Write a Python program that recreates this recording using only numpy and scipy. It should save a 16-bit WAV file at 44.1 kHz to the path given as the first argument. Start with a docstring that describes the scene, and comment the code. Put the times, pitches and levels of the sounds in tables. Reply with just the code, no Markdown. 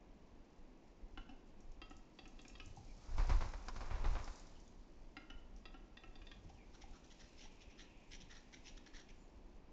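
"""Open wood, light wind rumbling on the microphone, a far hush, and litter rustling under the feet.
A large forest grouse displays on moss close by: paired dry clicks speed up to a hollow pop, each click
one blow ringing throat, beak, windpipe and air sac; trunks answer with scattered echoes. Small birds
whistle far off as gliding tones. It leaps on clapping wings, noise bursts over slow pushes of air. A second
run of clicks leads to the scraping, hissing end of the song: chopped noise through sliding throat rings."""
import sys
import numpy as np
from scipy import signal
from scipy.fft import rfft, irfft, next_fast_len
from scipy.io import wavfile
from scipy.ndimage import uniform_filter1d

SR = 44100
rng = np.random.default_rng(int(sys.argv[2]) if len(sys.argv) > 2 else 0)


def inscribe(sig):
    """Save sig as 16-bit PCM at rate SR to the path in sys.argv[1].

    A 1-D sig is mono; a 2-D sig holds one channel per row.
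    Samples are clipped to [-1, 1] before scaling.
    """
    pcm = np.round(np.clip(np.atleast_2d(sig).T, -1, 1) * 32767)
    wavfile.write(sys.argv[1], SR, pcm.astype(np.int16))


N = 428652

# Wind buffeting the microphone, before its gain: start_s, relative_level_db
WIND = [(0, -56.5), (.9, -60), (1.11, -49), (1.43, -61.5), (1.84, -48), (2.1, -62.5), (2.8, -50),
        (3.6, -59), (4.65, -53), (5.3, -59), (5.52, -49.5), (5.82, -58.5), (6.17, -51.5), (6.55, -58),
        (6.82, -51), (7.0, -58), (9.4, -56.5), (9.6, -56.5)]
# Colour of the far hush of the wood: frequency_hz, relative_density_db_per_hz
FOREST = [(59, -45.5), (100, -11), (201, -1.5), (268, -2.5), (332, -3.5), (458, -9.5), (655, -11.5),
          (769, -12.5), (970, -14), (1340, -23.5), (2550, -24), (7200, -45), (9360, -81), (15800, -120)]
FOREST_DB = -66.5
# Litter under the feet: start_s, level_db
RUSTLE = [(0.0, -86.5), (2.0, -84.5), (3.41, -67.5), (3.57, -73.5), (4.2, -66.5), (4.74, -82), (5.79, -86),
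          (7.26, -77), (7.82, -81.5), (8.74, -79), (9.72, -87.5)]
# Twigs and leaves snapping: start_s, relative_level_db
SNAPS = [(1.6043, -57.5), (1.718, -57), (1.899, -55), (1.967, -54.5), (2.2772, -52.5), (2.416, -51.5),
         (2.4813, -45), (2.659, -49), (2.7636, -53.5), (2.9766, -57), (3.272, -47), (4.2423, -42.5),
         (4.358, -47), (4.3967, -47), (4.47, -54), (4.6008, -54), (4.65, -63), (4.677, -58), (5.563, -57.5),
         (6.9102, -61)]
# Dull footfalls: start_s, relative_level_db
THUDS = [(2.66, -49.5), (2.772, -52), (6.376, -55.5), (6.447, -51), (8.203, -48.5)]
SNAP_T60, THUD_T60 = 0.027, 0.14  # s
# Clicks: start_s, beak_opening (0-1), air_sac_relative_db, throat_hz, throat_db, beak_hz, beak_db
CLICKS = [(1.1749, 0.92, -56.5, 1512, -50.5, 2800, -65), (1.2922, 0, -58.5, 1275, -68, 2950, -61.5),
          (1.8174, 0.95, -59, 1278, -58, 3236, -57.5), (1.9089, 0.07, -60, 1302, -59.5, 2570, -68),
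          (2.1886, 0.98, -61, 1240, -63, 3400, -55.5), (2.2559, 0, -63, 1310, -65.5, 2545, -63),
          (2.3915, 0.97, -65, 1263, -66, 3370, -58), (2.4513, 0, -64.5, 1256, -65, 2440, -63.5),
          (2.4982, 1, -71, 1300, -78, 2630, -68), (2.5532, 1, -71, 1200, -64, 3300, -57),
          (2.6, 0, -64, 1275, -60, 2596, -51), (5.1678, 0.88, -59.5, 1430, -55.5, 2095, -52),
          (5.301, 0, -62, 1407, -59, 2950, -56), (5.655, 1, -66, 1287, -59.5, 3416, -54.5),
          (5.7425, 0.06, -62.5, 1370, -59.5, 2620, -66), (5.9713, 1, -69, 1220, -65, 3530, -56),
          (6.0365, 0.05, -63, 1332, -61.5, 2640, -62.5), (6.1555, 0.9, -66, 1240, -73, 3580, -59.5),
          (6.2179, 0, -71, 1210, -66, 2530, -65), (6.2694, 0.77, -79, 1190, -77, 3600, -57),
          (6.315, 0.46, -76, 1190, -63, 3337, -54.5)]
# Windpipe modes with the throat at rest: shut_beak_hz, open_beak_hz, shut_relative_db, open_relative_db,
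# throat_share (0-1, how far the throat drives it), t60_s
PIPE = [(1800, 1980, -3.5, -1, 0.55, 0.041), (2150, 2600, -12, -8.5, 0.7, 0.019),
        (2627, 2690, -1.5, -1, 0.5, 0.034), (2870, 2700, 0, -6.5, 0, .03),
        (3300, 3300, -13.5, -6, .05, 0.019), (3920, 3820, -19, -4.5, 0.2, 0.02),
        (5010, 4750, -12.5, -4.5, 0, 0.036), (5580, 6300, -7.5, -20, .05, 0.027)]
REST_HZ, STRETCH = 1271, 0.35  # throat ring at rest; the pipe modes follow it by this power
THROAT_T60, BEAK_T60 = 0.076, 0.037  # s
# Bounce off the moss: delay_s, level_db
GROUND = (.0037, -2)
# Late echoes among the trunks: frequency_hz, t60_s
TRUNKS = [(300, 0.72), (1500, 0.98), (3000, 0.9), (6000, 0.23)]
EARLY_DB, EARLY_T60 = 3.5, 0.23  # the nearest trunks answer louder and sooner; t60 in s
# Hollow pops: start_s, level_db, pitch_hz
POPS = [(2.772, -47.5, 794), (6.499, -52.5, 777), (6.838, -50, 797), (7.455, -56, 846)]
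# Far whistles: start_s, length_s, start_hz, middle_hz, end_hz, level_db
WHISTLES = [(2.86, .085, 2500, 2320, 2210, -74.5), (4.55, 0.029, 3170, 2960, 2820, -73),
            (4.655, .04, 3520, 3500, 3420, -79), (6.544, 0.022, 3300, 3030, 2870, -76),
            (6.565, 0.08, 2550, 2360, 2050, -72.5), (8.065, .115, 6600, 7800, 6550, -79),
            (9.17, .11, 6840, 7100, 6200, -81)]
# The leap: start_s, feather_air_relative_db, downwash_on_microphone_relative_db
FLIGHT = [(2.95, -79, -63), (3.12, -63.5, -38), (3.42, -59, -32), (3.54, -63.5, -51), (3.72, -64, -46.5),
          (3.95, -59, -35), (4.17, -56, -35), (4.3, -62, -57), (4.6, -77, -75)]
# Wing strokes: start_s, relative_level_db, length_s, air_push_relative_db, feather_hiss_db (against the clap)
BEATS = [(3.179, -39.5, 0.18, -28.5, -13), (3.293, -36, 0.13, -26, -11.5), (3.408, -39, 0.11, -36, -13.5),
         (3.535, -42, 0.033, -43.5, -15), (3.683, -36, 0.025, -57, -10), (3.761, -44.5, 0.047, -42.5, -9.5),
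         (3.806, -41.5, 0.096, -51, -16), (3.907, -42.5, 0.14, -35.5, -21), (3.957, -47.5, 0.11, -50, -14),
         (4.042, -37, 0.076, -33.5, -29), (4.152, -38, .05, -37.5, -26), (4.186, -44, 0.049, -48, -25),
         (4.276, -41.5, 0.022, -60, -18)]
# Colour of clap and feather air: frequency_hz, relative_density_db_per_hz
WING = [(120, -29.5), (200, -4), (481, -6), (983, -1), (1580, -10), (1910, -12.5), (2300, -12.5),
        (3310, -22.5), (4000, -22), (5200, -36), (8800, -120)]
# Scraping syllables: start_s, relative_level_db, length_s,
# low_ring_hz (near the end of the slide; a weaker ring lies below), brightness_db (higher rings, relative)
SCRAPES = [(6.489, -59, 0.024, 2630, 25), (6.7374, -56, 0.032, 1310, 3), (6.813, -52.5, 0.03, 2400, 6),
           (6.93, -59.5, 0.056, 1360, -1), (7.036, -61, 0.028, 1580, 6), (7.105, -54, .03, 2150, 8),
           (7.1965, -53, 0.035, 2050, 5), (7.233, -59.5, .041, 1810, 3), (7.377, -54, 0.084, 2370, 13),
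           (7.427, -54.5, 0.042, 2130, 5), (7.6094, -54.5, 0.033, 2450, 24), (7.7, -59, .038, 2550, 2),
           (7.778, -52.5, 0.064, 1940, 4), (8.1103, -48.5, 0.058, 2370, 7.5), (8.206, -51, .028, 2110, 21),
           (8.3, -50, .039, 1900, -1.5), (8.339, -53.5, 0.061, 1910, 0), (8.5287, -49, 0.029, 2250, 0.5),
           (8.647, -51, 0.063, 2370, 17), (8.772, -51, 0.018, 1960, 6.5), (8.8645, -50, 0.018, 1850, 0.5),
           (8.9383, -50, 0.048, 1920, 1), (8.977, -54, 0.049, 1800, 5), (9.088, -57, 0.029, 2500, 3)]
# Upper rings of the scrape near the end of the slide: frequency_hz, resonance_width_hz, relative_level_db
THROAT = [(5680, 510, 4.5), (6690, 190, 3)]
# The middle ring sinks (Hz per Hz) as the low ring rises, and shares the brightness (dB per dB)
MIDDLE_HZ, MIDDLE_FALLS, MIDDLE_DB, MIDDLE_GROWS = 5470, 0.99, -2, 0.99
# Air leaking between syllables: start_s, relative_level_db
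WHEEZE = [(6.6, -77), (7.87, -67.5), (8.21, -71.5), (8.96, -73.5), (9.4, -83)]
# Microphone response: frequency_hz, gain_db
MIC = [(7000, 0.5), (7500, -4.5), (8000, -15.5), (8400, -15.5), (8800, -19)]
TOP_HZ = 8820


def amp(db):
    """dB to gain."""
    return 10 ** (np.asarray(db) / 20)


def unit(x):
    """Scaled to rms 1."""
    return x / np.sqrt(np.mean(x ** 2) + 1e-20)


def along(points, hz):
    """Value at hz between (Hz, value) points on a log frequency axis."""
    f, v = np.transpose(points)
    return np.interp(np.log(hz + 1), np.log(f + 1), v)


def curves(rows):
    """One value per sample for each column after the time."""
    s, *cols = np.transpose(rows)
    return [np.interp(np.arange(N) / SR, s, c) for c in cols]


def filtered(x, response):
    """x shaped by a response of frequency."""
    m = next_fast_len(len(x) + 8192)
    return irfft(rfft(x, m) * response(np.fft.rfftfreq(m, 1 / SR)), m)[:len(x)]


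def hush(response, size=N):
    """Coloured noise of rms 1."""
    return unit(filtered(rng.standard_normal(size), response))


def peak(f, hz, width):
    """One causal resonance."""
    return 1j * f * width / (hz * hz - f * f + 1j * f * width)


def ring(t, hz, db, t60, rise):
    """A dying sine with a soft start."""
    return amp(db - 60 * t / t60) * np.sin(2 * np.pi * hz * t) * (1 - np.exp(-t / rise))


def add(track, s, x):
    """Mix x into the track at second s."""
    part = track[round(s * SR):][:len(x)]
    part += x[:len(part)]


def aloft(db):
    """Gain of a level curve of the leap, silent on the ground."""
    s = np.arange(N) / SR
    return ((s > FLIGHT[0][0]) & (s < FLIGHT[-1][0])) * amp(db)


def air():
    """Wind and the wings' downwash, as lumpy low noise on the microphone, over the steady hush of the wood."""
    strength = np.hypot(amp(curves(WIND)[0]), aloft(curves(FLIGHT)[1]))
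    lumps = strength * amp(3.6 * hush(lambda f: peak(f, 5.5, 6.7)))

    def rumble(f):
        """Low resonances of the buffeting, with the treble cut."""
        rings = peak(f, 21.7, 30.2) ** 2 + amp(-31.0) * peak(f, 75, 71) ** 2
        return rings / (1 + (f / 140) ** 6)
    buffet = filtered(lumps * rng.standard_normal(N), rumble)
    return amp(26.0) * buffet + amp(FOREST_DB) * hush(lambda f: amp(along(FOREST, f)))


def litter():
    """Noise bursts for snaps and dull footfalls over a hiss whose quick level swings make it crackle."""
    out, t = np.zeros(N), np.arange(SR // 8) / SR
    for s, db in SNAPS:
        hz = 6300 * rng.normal(1, .05)
        snap = hush(lambda f: peak(f, hz, 3200) ** 2, size=len(t))
        add(out, s, amp(db - 8.5 - 60 * t / SNAP_T60) * snap)
    t = np.arange(SR // 4) / SR
    for s, db in THUDS:
        thud = hush(lambda f: peak(f, 90, 83) ** 2, size=len(t))
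        add(out, s, amp(db - 60 * t / THUD_T60) * (1 - np.exp(-t / 0.0046)) * thud)
    swings = unit(uniform_filter1d(rng.standard_normal(N), size=300))
    crackle = rng.standard_normal(N) * amp(2.8 * swings)
    hiss = unit(filtered(crackle, lambda f: peak(f, 5250, 5200) ** 2))
    return out + amp(curves(RUSTLE)[0]) * hiss


def clicks():
    """A snap of the tongue rings throat, beak, windpipe and air sac, then bounces off the moss."""
    out, t = np.zeros(N), np.arange(SR // 4) / SR
    rise, spread, spread_db = .0001, .015, 2  # start in s; chance in each mode's pitch (share) and level
    delay, bounce_db = GROUND
    shut_hz, open_hz, shut_db, open_db, share, t60 = np.transpose(PIPE)
    for s, opening, sac_db, throat_hz, throat_db, beak_hz, beak_db in CLICKS:
        opening = np.clip(opening, 0, 1)
        chance = rng.standard_normal((2, len(PIPE)))
        stretch = (throat_hz / REST_HZ) ** STRETCH
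        hz = (shut_hz + opening * (open_hz - shut_hz)) * stretch * (1 + spread * chance[0])
        drive_db = beak_db + share * (throat_db - beak_db)
        db = shut_db + opening * (open_db - shut_db) + drive_db + spread_db * chance[1]
        modes = [(throat_hz, throat_db, THROAT_T60), (beak_hz, beak_db, BEAK_T60), *zip(hz, db, t60)]
        x = sum(ring(t, *mode, rise) for mode in modes)  # all start in step: a sharp first pulse
        flutter = hush(lambda f: peak(f, 110, 390), size=len(t))
        x *= 1 + 0.38 * flutter * (1 - np.exp(-t / 0.0038))  # soft walls make the rings flutter
        snap = (t == 0) + .1 * amp(-60 * t / .04) * rng.standard_normal(len(t))  # one blow, then scraping
        x += amp(24.5) * filtered(  # woody knock
            snap, lambda f: sum(amp(level) * peak(f, c, 600) for c, level, _ in modes[:3]))
        x += ring(t, 320 * rng.normal(1, 0.078), sac_db + 12.5, 0.036, 0.0028)  # the sac swells late
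        x += ring(t, 740 * stretch, sac_db + 3.5, 0.05, 0.001)  # lowest ring of the pipe, fed by the sac
        x = filtered(x, lambda f: 1 / (1 + (f / 6500) ** 8))  # neck feathers take the edge off
        add(out, s, x)
        add(out, s + delay, amp(bounce_db) * x)
    return out


def trunks(x):
    """Scattered echoes, each frequency dying at its own speed; a new pattern for every short stretch."""
    out, step = np.zeros(N), SR // 5
    for start in range(0, N, step):
        hz, t, z = signal.stft(rng.standard_normal(SR // 2), SR, nperseg=256)
        late = amp(-60 * t / along(TRUNKS, hz)[:, None])
        early = amp(EARLY_DB - 60 * t / EARLY_T60)
        tail = signal.istft(z * (late + early), SR, nperseg=256)[1]
        echo = signal.fftconvolve(x[start:start + step], tail / np.linalg.norm(tail))
        add(out, start / SR + .008, echo)
    return out


def pops():
    """One hollow resonance rings as a quickly dying sine."""
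    out, t = np.zeros(N), np.arange(SR // 4) / SR
    for s, db, hz in POPS:
        add(out, s, ring(t, hz, db, 0.043, 0.0011))
    return out


def whistles():
    """Thin gliding notes that swell and fade, roughened on their way through the wood."""
    out = np.zeros(N)
    for s, length, start_hz, middle_hz, end_hz, db in WHISTLES:
        u = np.arange(round(length * SR)) / (length * SR)
        bend = (2 * middle_hz - start_hz - end_hz) * 2 * u * (1 - u)
        hz = (1 - u) * start_hz + u * end_hz + bend
        add(out, s, amp(db) * np.sin(np.pi * u) ** 0.88 * np.sin(2 * np.pi * np.cumsum(hz) / SR))
    return out * (1 + .8 * hush(lambda f: peak(f, 90, 200) ** 2))


def feather_air():
    """Air through the feathers during the leap: wing-coloured noise with a fluttering level."""
    flutter = amp(2.6 * hush(lambda f: peak(f, 70, 170)))
    rush = hush(lambda f: amp(along(WING, f)))
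    return aloft(curves(FLIGHT)[0]) * unit(flutter * rush)


def wings():
    """Each downstroke claps, hisses through the feathers and pushes a slow lump of air."""
    out, t = np.zeros(N), np.arange(SR // 4) / SR
    for s, db, length, push_db, hiss_db in BEATS:
        slap, swish = .8 * amp(-60 * t / .025), amp(-20 * t / length)
        stroke = (1 - np.exp(-t / .0012)) * (swish + slap)
        flutter = amp(4 * hush(lambda f: peak(f, 150, 300), size=len(t)))
        quills = flutter * rng.standard_normal(len(t))  # feathers slap one by one
        clap = unit(filtered(quills, lambda f: amp(along(WING, f))))
        hiss = hush(lambda f: peak(f, 4770, 3400) ** 2, size=len(t))
        add(out, s, amp(db - 8.5) * stroke * (clap + amp(hiss_db) * hiss))
        # The push slows towards 24 Hz as the vortex spreads
        turns = 2 * np.pi * (24 * t + 1.12 * (1 - np.exp(-t / 0.026)) + rng.random())
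        push = np.sin(turns) + 0.26 * np.sin(2 * turns) + 0.065 * np.sin(3 * turns)
        add(out, s, amp(push_db + 2.0 - 60 * t / 0.55) * (1 - np.exp(-t / 0.012)) * push)
    return out


def scrapes():
    """Rough air through a throat that opens during each syllable, so its rings slide."""
    out, t = np.zeros(N), np.arange(SR // 8) / SR
    for s, db, length, low_hz, bright_db in SCRAPES:
        middle_hz = MIDDLE_HZ - MIDDLE_FALLS * low_hz
        middle_db = MIDDLE_DB + MIDDLE_GROWS * bright_db

        def throat(f):
            """Low, middle and upper rings."""
            low = peak(f, low_hz, 550) ** 2 + 0.78 * peak(f, 0.78 * low_hz, 180) ** 2
            middle = peak(f, middle_hz, 2000) ** 2
            upper = sum(amp(level) * peak(f, hz, w) ** 2 for hz, w, level in THROAT)
            upper = upper / (1 + (f / 7000) ** 16)
            return amp(6) * low + amp(middle_db) * middle + amp(bright_db) * upper
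        jitter = hush(lambda f: peak(f, 60, 200), size=len(t))
        chops = np.cumsum(350 * np.abs(1 + 0.56 * jitter)) / SR
        # Folds chop the air unevenly; the stroke catches and slips
        breath = (1 + .6 * np.sin(2 * np.pi * chops)) * rng.standard_normal(len(t))
        catch = amp(1.8 * hush(lambda f: peak(f, 60, 100) ** 2, size=len(t)))
        u = np.clip(t / length, 0, 1)
        shut = filtered(breath, lambda f: throat(f * 1.086))  # rings lower than when wide
        wide = filtered(breath, lambda f: throat(f * 1.008))
        swell = np.sin(np.pi * u) ** 0.71
        add(out, s - .004, amp(db - 8.5) * swell * catch * unit((1 - u) * shut + u * wide))
    return out


def wheeze():
    """Air leaking between syllables: noise through one soft resonance."""
    s = np.arange(N) / SR
    singing = (s > WHEEZE[0][0]) & (s < WHEEZE[-1][0])
    return singing * amp(curves(WHEEZE)[0] - 7.5) * hush(lambda f: peak(f, 2520, 830) ** 2)


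def scene():
    """All sources in the wood; the trunks answer voices and litter."""
    near = litter()
    song = clicks() + pops() + whistles()
    rasp = scrapes() + wheeze()
    echoes = trunks(amp(-6.5) * song + amp(-7.5) * rasp + amp(-4) * near)
    return (air() + near + song + echoes + feather_air() + wings() + rasp)[None]


def record(dry):
    """The microphone fades in the treble and keeps nothing above its band limit."""
    return filtered(dry[0], lambda f: amp(along(MIC, f)) * (f < TOP_HZ))[None]


dry = scene()
out = record(dry)
inscribe(out)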